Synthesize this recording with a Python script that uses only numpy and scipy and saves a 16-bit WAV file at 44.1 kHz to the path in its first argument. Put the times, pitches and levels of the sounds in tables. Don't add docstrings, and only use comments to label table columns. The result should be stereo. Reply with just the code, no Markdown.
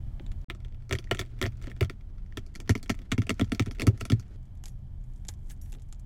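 import sys
import numpy as np
from scipy import signal
from scipy.fft import rfft, irfft, next_fast_len
from scipy.io import wavfile
from scipy.ndimage import uniform_filter1d, map_coordinates

SR = 44100
rng = np.random.default_rng(int(sys.argv[2]) if len(sys.argv) > 2 else 0)


def inscribe(sig):
    pcm = np.round(np.clip(np.atleast_2d(sig).T, -1, 1) * 32767)
    wavfile.write(sys.argv[1], SR, pcm.astype(np.int16))


def voltage_ratio(level):
    return 10 ** (np.asarray(level, float) / 20)


N = 266805

# (time [s], crack [dB], brightness [dB], knock [dB], thump [dB])
PRESSES = [
    (0.4999, -26, -17, -43, -55),
    (0.9104, -21, -19, -31.5, -27),
    (0.9313, -21, -9.5, -28.5, -24.5),
    (1.112, -13, -13.5, -24.5, -27.5),
    (1.1925, -19.5, -7, -33, -30),
    (1.4265, -20.5, -19, -29.5, -24),
    (1.4633, -25.5, -3.5, -39, -30),
    (1.8091, -18.5, -12.5, -22, -16.5),
    (1.8278, -25.5, -12, -40, -22.5),
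    (2.3723, -26.5, -8, -35, -34),
]
# (time [s], crack [dB], brightness [dB], knock [dB], thump [dB])
ROLLS = [(2.694, -14.5, -4.5, -16.5, -15), (2.753, -26, -5.5, -26, -53), (2.8957, -20, -2, -18.5, -29),
         (3.1208, -17.5, -5, -23.5, -27), (3.1801, -26.5, -10, -18, -18), (3.3048, -18.5, -11, -23.5, -29),
         (3.396, -22.5, -8, -24, -37), (3.4118, -20.5, -11.5, -17.5, -19.5), (3.52, -21, -8.5, -21.5, -33),
         (3.596, -15.5, -5.5, -20.5, -19), (3.666, -39, -28, -30.5, -31), (3.819, -19.5, -6.5, -31, -29.5),
         (3.869, -20.5, 1.5, -14, -11.5), (4.0121, -26, -6, -32, -30), (4.1001, -23.5, -6, -24, -29),
         (4.1197, -22.5, -3.5, -18.5, -14.5)]
# (time [s], peak [dB], brightness [dB])
RUNS = [(0.5056, -32.5, -22), (0.5489, -44, -7), (0.6481, -44.5, -9.5), (0.8945, -37.5, 3),
        (0.9258, -19.5, -3), (0.9523, -29, -9), (0.9874, -31.5, 0), (1.0422, -44.5, -1), (1.1231, -55, -22),
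        (1.1366, -52, -13), (1.148, -29.5, -6), (1.172, -39, -3), (1.199, -37, 15), (1.213, -28.5, -8.5),
        (1.4148, -19, -8.5), (1.44, -27.5, -10), (1.4504, -34, -14), (1.456, -25, -20), (1.624, -45.5, 1),
        (1.6357, -48, 1), (1.6409, -41, -9), (1.658, -49, -8), (1.6706, -38.5, -4.5), (1.6796, -44, -28),
        (1.7156, -42.5, -29), (1.8474, -36, -2), (1.8977, -29.5, -8), (1.909, -66, -10.5),
        (2.4645, -48, 7.5)]
# (time [s], peak [dB], brightness [dB])
PLATES = [(2.5528, -37, 5), (2.5581, -33, 4), (2.602, -34.5, -1.5), (2.6767, -41, -5.5), (2.7074, -26, -6),
          (2.7776, -42, 5), (2.8293, -36.5, 4.5), (2.86, -43, -12), (2.9026, -19.5, -6),
          (2.9433, -42.5, -9), (2.9902, -42.5, -5.5), (3.2193, -28.5, -7), (3.2688, -37, -5),
          (3.2944, -18, -4), (3.3424, -47, 19.5), (3.445, -41.5, -2), (3.5486, -31.5, 4), (3.623, -35, -4),
          (3.6607, -36, -2), (3.7115, -33.5, -3), (3.7862, -44, -8), (3.798, -26.5, -2), (3.8083, -28, -3),
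          (3.8751, -21, -28), (3.9764, -44.5, -1), (4.0042, -43, 0), (4.0528, -29, -1), (4.1971, -40, 3.5),
          (4.206, -53, 3)]
# (frequency [Hz], width [Hz], level [dB])
SHELL_BODY = [(250, 56, 6), (418, 244, -4), (681.5, 49.9, -0.5), (998, 160, -10), (1350, 92, -1),
              (1780, 190, -3), (2213, 296, -2.5), (2930, 230, -7), (3300, 310, -6.5), (3780, 970, -12),
              (2600, 3200, -17.5)]
SHELL_EDGE = [(4390, 320, 3), (5930, 1100, 0.5), (7540, 1000, -3), (9790, 2500, -10), (12440, 3000, -15.5)]
# (frequency [Hz], width [Hz], level [dB])
FLAKE_BODY = [(334, 94, 4), (827, 100, 4), (1210, 250, -2.3), (1870, 750, -0.9), (3500, 950, -2.2)]
FLAKE_EDGE = [(5000, 3500, -4), (7200, 1500, 5), (11300, 870, -1), (12000, 3700, -10), (14240, 2500, -16)]

PRESS_HZ, ROLL_HZ = 364, 249.6


def egg():
    # (time [s], peak [dB])
    ticks = [(0.6036, -53), (.6231, -64), (0.724, -55), (0.746, -52.5), (0.8228, -55.5), (0.9707, -57),
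             (1.0252, -56), (1.0717, -53.5), (1.252, -50.5), (1.3143, -61), (1.39, -48.5), (1.5226, -51.5),
             (1.5788, -60), (1.6155, -47), (1.6993, -44), (1.7646, -46.5), (2.0103, -53.5), (2.1823, -52.5),
             (2.2622, -56), (2.3242, -49.5), (2.6603, -56), (2.7972, -53), (3.018, -47.5), (3.109, -51),
             (3.478, -56), (3.578, -54), (3.678, -44), (3.769, -54), (4.2266, -55), (3.749, -48.5)]
    # (time [s], peak [dB], brightness [dB])
    picked = [(.1976, -39, -30), (.2647, -46.5, -4), (.3176, -42.5, -6.5), (.4155, -58, 10),
              (4.553, -60, 3), (4.6389, -36.5, 7.5), (4.6574, -32, 13), (4.6637, -44, 1), (4.6952, -51, 16),
              (5.0403, -59, 9.5), (5.1367, -58.5, 11.5), (5.1607, -57, 8), (5.2512, -46, 2.5),
              (5.2844, -30, 24), (5.2879, -25, 7.5), (5.3389, -50, 9), (5.4978, -46.5, 14.5),
              (5.5083, -44, -6.5), (5.6145, -50, 40), (5.6606, -55.5, -8), (5.7276, -43, 3),
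              (5.7498, -46.5, -13), (5.7861, -58, -12), (5.8205, -51.5, 7), (5.9261, -38.5, 7),
              (5.9474, -54.5, 3), (5.9964, -52.5, 8)]
    # (time [s], peak [dB])
    chips = [(5.27, -52), (5.43, -67), (5.445, -66.5), (5.47, -69.5), (5.484, -59), (5.565, -63),
             (5.575, -62), (5.699, -57), (5.722, -43), (5.805, -61), (5.889, -58), (5.9593, -63),
             (4.6804, -49), (5.518, -52), (4.43, -64), (4.455, -62.5), (4.574, -60.5), (4.79, -69.5),
             (5.091, -74), (5.12, -70), (5.2, -64.5), (5.39, -69)]
    # (frequency [Hz], level [dB])
    crumb_spectrum = [(500, -47.5), (1300, 4.5), (3300, -3.5), (7000, -11), (15000, -25.5)]
    tick_bright_db, chip_bright_db = -7, 7.5

    breaks = [push[:3] for push in PRESSES + ROLLS] + RUNS + PLATES
    breaks += [(*tick, tick_bright_db) for tick in ticks]
    loose = picked + [(*chip, chip_bright_db) for chip in chips]
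    cracks = snaps(breaks, SHELL_BODY, SHELL_EDGE, snap_s=.008, lead=1.1,
                   body_tail_s=.06, edge_tail_s=.06, tail_db=-4)
    flakes = snaps(loose, FLAKE_BODY, FLAKE_EDGE, snap_s=.013, lead=1.05,
                   body_tail_s=.05, edge_tail_s=.04, tail_db=-4)
    crumbs = voltage_ratio(-3) * grains(pressure(), crumb_spectrum, spiky_db=5, clump_db=3.5)
    return cracks + flakes + crumbs + rubbing() + bowl()


def splinters():
    # (time [s], peak [dB], brightness [dB])
    splinter_times = [(.683, -57, -5), (.852, -64, -2), (1.0928, -53, -12), (1.1867, -38, -9.5),
                      (1.2614, -52, -4), (1.3673, -59, -9), (1.3804, -55.5, -13), (1.572, -54, 12),
                      (1.6026, -59, -6), (1.6622, -48, -8), (1.7104, -45, -10), (1.7754, -57, 0),
                      (2.393, -52, 4), (2.4314, -70, -8), (2.5405, -55, -3), (2.5446, -55, -2),
                      (2.6686, -61, -4.5), (2.8794, -52, 9), (2.8994, -19, -14), (2.9504, -47, -1),
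                      (3.059, -58, -13), (3.1174, -20, -8), (3.206, -56, 5.5), (3.2117, -58, 4),
                      (3.236, -48, -12), (3.2645, -55, -6.5), (3.3826, -54, -4), (3.4963, -53, 4),
                      (3.6368, -60, 3), (3.6844, -49, -9), (3.9986, -51, 0.5), (4.009, -30.5, 3.5),
                      (4.0394, -52, -8), (4.1015, -28.5, -2.5)]
    # (time [s], peak [dB], brightness [dB])
    speck_times = [(0.2204, -64, 8), (0.3884, -64, 6), (4.2812, -60, 9), (4.3604, -64, -1),
                   (4.683, -43.5, 6), (4.7214, -63, 10), (5.0125, -65.5, 8), (5.1784, -63, 8),
                   (5.3744, -67, 7.5), (5.3921, -67.5, 9), (5.4604, -62.5, 12), (5.473, -58, 14),
                   (5.5012, -43, 4), (5.6158, -53, 16), (5.7392, -46, -2), (5.7976, -55.5, 4)]
    # (time [s], level [dB], pitch [Hz])
    nudges = [
        (.207, -37.5, 322),
        (1.677, -32.5, 300),
        (1.773, -47, 280),
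        (2.588, -46.5, 260),
        (3.0, -38, 233),
        (3.127, -22, 275),
        (4.06, -36, 250),
        (4.31, -48, 338),
    ]

    side = snaps(splinter_times, SHELL_BODY, SHELL_EDGE, snap_s=.006, lead=1.2,
                 body_tail_s=.05, edge_tail_s=.04, tail_db=-7)
    specks = snaps(speck_times, FLAKE_BODY, FLAKE_EDGE, snap_s=.008, lead=.9,
                   body_tail_s=.04, edge_tail_s=.04, tail_db=-6)
    settling = bending(nudges, rise_s=0.00437, sharp=2.2, droop=0.02, rough=0.28, lift_db=-4)
    return side + specks + plate_rings() + settling


def plate_rings():
    # (time [s], peak [dB], pitch [Hz])
    pings = [(0.2643, -27, 3730), (0.3172, -50, 3620), (0.4993, -19, 1800), (0.9098, -34, 2050),
             (0.9253, -21, 1850), (0.9517, -17, 1900), (0.9862, -18.5, 3190), (1.0725, -33, 1900),
             (1.1124, -3, 1850), (1.1473, -23, 1850), (1.1927, -14, 1870), (1.4142, -22, 1890),
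             (1.4262, -12, 1830), (1.4394, -14, 1850), (1.4554, -19, 1820), (1.4626, -20, 1900),
             (1.6412, -39, 1350), (1.6706, -33, 1810), (1.699, -37.5, 1860), (1.7155, -26, 1840),
             (1.8093, -15, 1790), (1.8976, -21, 1350), (2.3236, -36.5, 1820), (2.3725, -17.5, 1810),
             (2.5514, -28, 2070), (2.5571, -26.5, 2320), (2.6015, -24, 2320), (2.6933, -16.5, 1800),
             (2.7521, -12.5, 2125), (2.9018, -24, 1290), (3.1203, -11.5, 1400), (3.1792, -19.5, 1330),
             (3.2191, -29, 2140), (3.2685, -25, 2510), (3.2934, -6, 2760), (3.3044, -26, 1280),
             (3.3952, -16.5, 1360), (3.5189, -29, 1360), (3.5947, -34, 1380), (3.7968, -10.5, 2580),
             (3.8686, -23, 1300), (4.0108, -18, 2720), (4.1011, -17, 2204), (4.6389, -30, 2940),
             (4.6568, -31, 6490), (4.6803, -42, 6470), (5.2834, -30, 7180), (5.7274, -33, 2700),
             (5.9259, -44, 6770),
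             (0.197, -45, 3320), (0.5487, -49, 3440), (0.6487, -48, 3200), (0.909, -21, 3260),
                  (0.9308, -24, 3580), (1.1112, -15.5, 3220), (1.1712, -23, 3230), (1.193, -20, 3170),
                  (1.212, -30.5, 3200), (1.4148, -22, 3200), (1.4623, -25, 3220), (1.6412, -38, 3350),
                  (1.671, -44, 4700), (1.8088, -24, 3640), (1.8272, -32, 2740), (2.3718, -27, 6100),
                  (2.5571, -33, 4840), (2.602, -39, 3480), (2.6928, -21, 3570), (2.8952, -23, 2810),
                  (3.12, -14, 2800), (3.1797, -33, 3500), (3.3952, -23, 2840), (3.5194, -22, 2860),
                  (3.5957, -22, 3210), (3.8084, -21, 2700), (3.8691, -23, 3370), (4.1195, -30, 3760),
                  (4.6394, -41, 2930), (4.6634, -40, 6490), (4.6944, -60, 3060), (5.2874, -33, 5880),
                  (5.3383, -56, 5880), (5.5164, -50, 2920), (5.8202, -59, 5900), (5.926, -44, 5110)]
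    ping_db, cycles_until_silent, rise_s = -10, 30, .0004

    s, db, hz = np.transpose(pings)[:, :, None]
    t = np.arange(2048) / SR
    decay = voltage_ratio(db + ping_db - 60 * t * hz / cycles_until_silent)
    out = np.zeros(N + SR)
    add(out, s[:, 0], decay * (1 - np.exp(-t / rise_s)) * np.sin(2 * np.pi * hz * t))
    return out[:N]


def rubbing():
    # (time [s], held [s], level [dB])
    rubs = [
        (4.66, .03, -64.5),
        (5.04, 0.28, -81),
        (5.3, .02, -61.5),
        (5.4, 0.092, -79),
        (5.51, 0.0052, -49.5),
        (5.62, 0.14, -69),
        (5.82, 0.11, -85),
        (5.99, .06, -90.5),
    ]
    # (frequency [Hz], level [dB])
    skin = [(880, -33), (1500, -1.5), (1690, 1), (2790, -6), (3410, -10), (5640, -8), (11700, -4.5),
            (16000, -12), (16500, -34)]

    level_db = strokes(rubs, rise=1010, fall=800)
    draw = rng.standard_normal((3000, 3))
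    t = np.arange(800) / SR
    hz = np.clip(8500 * np.exp(0.22 * draw[:, :1]), 1500, 15500)
    life_s = .018 * voltage_ratio(4 * draw[:, 2:])
    chip_rings = voltage_ratio(3 * draw[:, 1:2] - 60 * t / life_s) * np.sin(2 * np.pi * hz * t)
    rattle = np.zeros(N + SR)
    add(rattle, rng.uniform(0, N / SR, len(draw)), chip_rings)
    skin_hiss = voltage_ratio(-4) * grains(level_db, skin, spiky_db=5, clump_db=2.2)
    return voltage_ratio(level_db - 6) * unit(rattle[:N]) + skin_hiss


def bowl():
    # (time [s], level [dB])
    landings = [
        (4.697, 6),
        (5.6145, 20.5),
        (5.648, -1),
        (5.70, 2),
    ]
    # (frequency [Hz], level [dB])
    modes = [(5722, -85.5), (6223, -94), (6740, -90), (7639, -91), (8656, -87), (10524, -78), (10680, -85),
             (11057, -89), (11429, -87), (11838, -82), (12118, -89), (12694, -91), (13297, -95),
             (13561, -93)]
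    t60_s = .22

    t = np.arange(SR // 4) / SR
    out = np.zeros(N + SR)
    hz, db = np.transpose(modes)[:, :, None]
    fall_db = 60 * t / t60_s * np.sqrt(hz / hz.min())
    for s, level_db in landings:
        chance = rng.standard_normal((2, len(modes), 1))
        ring = voltage_ratio(level_db + db + 3 * chance[0] - fall_db) * np.sin(2 * np.pi * hz * t + 9 * chance[1])
        add(out, [s], [ring.sum(0)])
    return out[:N]


def board_and_table():
    # (time [s], held [s], level [dB])
    grinds = [
        (.93, .01, -63),
        (1.68, 0.011, -47),
        (2.6, 0.014, -49),
        (3.69, .01, -45.5),
        (3.8, 0.091, -36),
        (5.75, 0.0092, -53),
    ]
    # (frequency [Hz], level [dB])
    board_spectrum = [(120, -39), (220, 3.5), (280, -2.5), (420, -5.5), (600, -19.5), (1000, -27.5),
                      (2000, -74)]
    grumble_db = 5

    board = bending(knocks(), rise_s=0.00435, sharp=1.6, droop=0.02, rough=0.25, lift_db=1.14)
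    top = bending(thumps(), rise_s=.018, sharp=4, droop=.02, rough=.1, lift_db=1.2)
    grind_db = strokes(grinds, rise=830, fall=300)
    grind_db = np.maximum(grind_db, pressure() + grumble_db)
    return board + top + grains(grind_db, board_spectrum, spiky_db=5, clump_db=4)


def knocks():
    rebound_s, rebound_db, rebound_hz = .01906, -11.5, 213.5
    light_knock_db = -10.5

    rows = []
    for pushes, hz in ((PRESSES, PRESS_HZ), (ROLLS, ROLL_HZ)):
        rows += [(s, knock_db, hz) for s, _, _, knock_db, _ in pushes]
    rows += [(s + rebound_s, db + rebound_db, rebound_hz) for s, db, _ in rows]
    for cracks, hz in ((RUNS, PRESS_HZ), (PLATES, ROLL_HZ)):
        rows += [(s, db + light_knock_db, hz) for s, db, _ in cracks]
    return spread(rows, lag_ms=7.38)


def thumps():
    swing_s, swing_db = .0512, -17.5
    rows = [(s, thump_db, 101.2) for s, *_, thump_db in PRESSES + ROLLS]
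    rows += [(s + swing_s, db + swing_db, hz) for s, db, hz in rows]
    return spread(rows, lag_ms=18.56)


def spread(rows, lag_ms):
    s, db, hz = np.transpose(rows)
    spot = 1 + 0.033 * rng.standard_normal(len(s))
    return np.transpose([s + lag_ms / 1000, db, hz * spot])


def pressure():
    # (time [s], level [dB])
    crumb_levels = [
        (0.489, -72),
        (0.92, -78.5),
        (1.2, -64.5),
        (1.749, -70.5),
        (2.12, -75),
        (3.74, -65),
        (4.361, -68.5),
    ]
    return curves([(.48, -120), *crumb_levels, (4.365, -120)])[0]


def kitchen():
    # (from [s], rumble [dB], room [dB], hiss [dB])
    views = [
        (0, -39, -53.5, -67),
        (.47, -44.5, -58, -75),
        (4.36, -45.5, -58, -72.5),
    ]
    # (from [s], pitch [Hz], level [dB])
    hum_steps = [
        (0, 117, -54),
        (.47, 119.5, -43.5),
        (1.9, 115.7, -74),
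        (4.36, 125.9, -48),
        (5.1, 125.1, -53),
    ]
    # (frequency [Hz], level [dB])
    rumble_spectrum = [(8, -36.5), (14, 4), (36, 9), (50, -2.5), (63, -6.5), (76, 0), (88, -3), (103, -21),
                       (125, -11), (150, -34), (188, -11.5), (215, -42.5), (350, -120)]
    room_spectrum = [(41, -30.5), (70, -5), (133, -12), (155, -22), (188, -21), (327, -33), (352, -34.5),
                     (497, -45.5), (604, -39), (744, -41.5), (2500, -62), (3250, -75.5), (5500, -120)]
    hiss_spectrum = [(710, -52), (1200, -34), (1340, -10.5), (1490, -16.5), (1650, 1), (1880, -6),
                     (2370, -1.5), (2610, -10), (3080, -6), (5820, -12), (14300, -18.5), (16000, -16.5),
                     (16500, -25.5)]
    fan_spectrum = [(2750, -30), (3020, 0), (3300, -3), (3800, -25)]

    rumble_db, room_db, hiss_db = steps(views)
    noise = rng.standard_normal((4, N))
    rumble = voltage_ratio(rumble_db + 5.0 + 0.48 * wobble(2.1)) * colour(noise[0], rumble_spectrum)
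    room = voltage_ratio(room_db + 10.0 + 0.78 * wobble(4.6)) * colour(noise[1], room_spectrum)
    hiss = voltage_ratio(hiss_db - 7.5) * colour(noise[2], hiss_spectrum)
    fan = voltage_ratio(hiss_db - 14 + 1.2 * wobble(12)) * colour(noise[3], fan_spectrum)
    hz, db = steps(hum_steps)
    hum_turns = np.cumsum(hz + 3 * wobble(18)) / SR
    hum = voltage_ratio(db + 0.78 * wobble(3)) * np.sin(2 * np.pi * hum_turns)
    whine_level = voltage_ratio(np.maximum(hiss_db - 26.5, -100))
    whine = whine_level * np.sin(2 * np.pi * 13894 * np.arange(N) / SR)
    return rumble + room + hiss + hum + fan + whine


def snaps(rows, body, edge, snap_s, lead, body_tail_s, edge_tail_s, tail_db):
    s, db, bright_db = np.transpose(rows)
    breaks = fracture(db, snap_s, lead)
    low = ringing(breaks + voltage_ratio(tail_db) * echo(len(s), body_tail_s), body)
    high = ringing(breaks + voltage_ratio(tail_db + 2.5) * echo(len(s), edge_tail_s), edge)
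    share = voltage_ratio(np.maximum(bright_db, -26))[:, None]
    blend = (low + share * high) / np.sqrt(1 + share ** 2)
    out = np.zeros(N + SR)
    add(out, s - .0004, voltage_ratio(db - 4.5)[:, None] * blend)
    return out[:N]


def fracture(db, snap_s, lead):
    t = np.arange(4096) / SR
    draw = rng.standard_normal((len(db), 2, len(t)))
    life_s = snap_s * voltage_ratio(2 * rng.standard_normal((len(db), 1)))
    breaks = draw[:, 0] * voltage_ratio(7 * draw[:, 1]) * voltage_ratio(-60 * t / life_s)
    breaks /= np.linalg.norm(breaks, axis=1, keepdims=True)
    breaks[:, 8] += lead
    return breaks


def echo(count, tail_s):
    t = np.arange(4096) / SR
    shape = voltage_ratio(-60 * t / tail_s) * (1 - np.exp(-t / .0025)) * (t < .085)
    tail = rng.standard_normal((count, len(t))) * shape
    return tail / np.linalg.norm(tail, axis=1, keepdims=True)


def ringing(blows, modes, scatter_db=2, detune=.015):
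    f = np.fft.rfftfreq(blows.shape[1], 1 / SR)
    chance = rng.standard_normal((len(blows), 2, len(modes), 1))
    response = 0
    for k, (hz, width, db) in enumerate(modes):
        centre = hz * (1 + detune * chance[:, 0, k])
        strength = (-1) ** k * voltage_ratio(db + scatter_db * chance[:, 1, k])
        damping = 1j * f * width
        response = response + strength * damping / (centre ** 2 - f * f + damping)
    rung = irfft(rfft(blows) * response, blows.shape[1])
    return rung / np.sqrt(uniform_filter1d(rung ** 2, size=53).max(1, keepdims=True))


def bending(rows, rise_s, sharp, droop, rough, lift_db):
    s, db, hz = np.transpose(rows)
    u = np.arange(4096) / SR / rise_s
    swell = (u * np.exp(1 - u)) ** sharp
    turns = hz[:, None] * rise_s * (u - droop * np.exp(1 - u))
    chance = rng.uniform(0, 1, (len(s), 5, 1))
    wave = np.sin(2 * np.pi * (turns + chance[:, 0]))
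    upper = np.sin(2 * np.pi * ((1.382 + 0.4 * chance[:, 1]) * turns + chance[:, 2]))
    lower = np.sin(2 * np.pi * ((.6 + 0.17 * chance[:, 3]) * turns + chance[:, 4]))
    out = np.zeros(N + SR)
    add(out, s - rise_s, voltage_ratio(db + lift_db)[:, None] * swell * (wave + rough * (upper + lower)))
    return out[:N]


def grains(level_db, spectrum, spiky_db, clump_db):
    sizes = voltage_ratio(spiky_db * rng.standard_normal(N) + clump_db * wobble(90))
    return voltage_ratio(level_db) * colour(sizes * rng.standard_normal(N), spectrum)


def strokes(rows, rise, fall):
    s, held, db = np.transpose(rows)[:, :, None]
    t = np.arange(N) / SR
    before, after = np.maximum(s - t, 0), np.maximum(t - s - held, 0)
    return (db - rise * before - fall * after).max(0)


def steps(rows):
    s, *cols = np.transpose(rows)
    now = np.searchsorted(s, np.arange(N) / SR, side="right") - 1
    return [c[now] for c in cols]


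def curves(rows):
    s, *cols = np.transpose(rows)
    return [np.interp(np.arange(N) / SR, s, c) for c in cols]


def wobble(rate):
    knots = rng.standard_normal(int(N * rate / SR) + 4)
    return map_coordinates(knots, [np.arange(N) * rate / SR])


def colour(x, spectrum):
    m = next_fast_len(N + 8192)
    hz, db = np.transpose(spectrum)
    gain = voltage_ratio(np.interp(np.log(np.fft.rfftfreq(m, 1 / SR) + 1), np.log(hz + 1), db))
    return unit(irfft(rfft(x, m) * gain, m)[:N])


def unit(x):
    return x / np.sqrt(np.mean(x ** 2) + 1e-20)


def add(out, starts_s, rows):
    for s, row in zip(starts_s, rows):
        out[round(s * SR):][:len(row)] += row


def scene():
    shell = egg() + splinters()
    sound = shell + board_and_table() + kitchen()
    drift = unit(wobble(400)) * (wobble(14) > 0)
    treble = signal.butter(12, 1300, "high", fs=SR, output="sos")
    side = voltage_ratio(-24) * signal.sosfilt(treble, shell * drift)
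    return np.array([sound + side, sound - side])


def flickering_treble(x):
    thin_hz, edge_hz, top_hz = 15020, 15800, 16600
    thin_db, edge_db = 2.2, 17
    hz, _, z = signal.stft(x, SR, nperseg=1024)
    power = uniform_filter1d(abs(z[0]) ** 2, size=5, axis=0)
    power = uniform_filter1d(power, size=4, axis=1)
    quiet = np.percentile(power[(hz > thin_hz) & (hz < edge_hz)], 25)
    bands = [hz > top_hz, hz > edge_hz, hz > thin_hz]
    needed = quiet * np.select(bands, [np.inf, *voltage_ratio([edge_db, thin_db]) ** 2])[:, None]
    return signal.istft(z * (power >= needed), SR, nperseg=1024)[1][:, :N]


def band_limit(x):
    return signal.sosfilt(signal.butter(12, 16600, fs=SR, output="sos"), x)


def record(dry):
    # (start [s], end [s])
    gap = (.4445, 0.484)
    t = np.arange(N) / SR
    left = gap[0] - t
    closing = np.clip(left / .00008, 0, 1) * np.clip(.55 + left / .012, 0, 1)
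    opening = np.clip((t - gap[1]) / 0.0027, 0, 1)
    gate = np.where(t < gap[0], closing, opening)
    low_pass = signal.butter(16, 16300, fs=SR, output="sos")
    dull = signal.sosfilt(low_pass, flickering_treble(dry))
    fade_in = np.clip(t / .004, 0, 1)
    return band_limit(dull * gate * fade_in)


dry = scene()
out = record(dry)
inscribe(out)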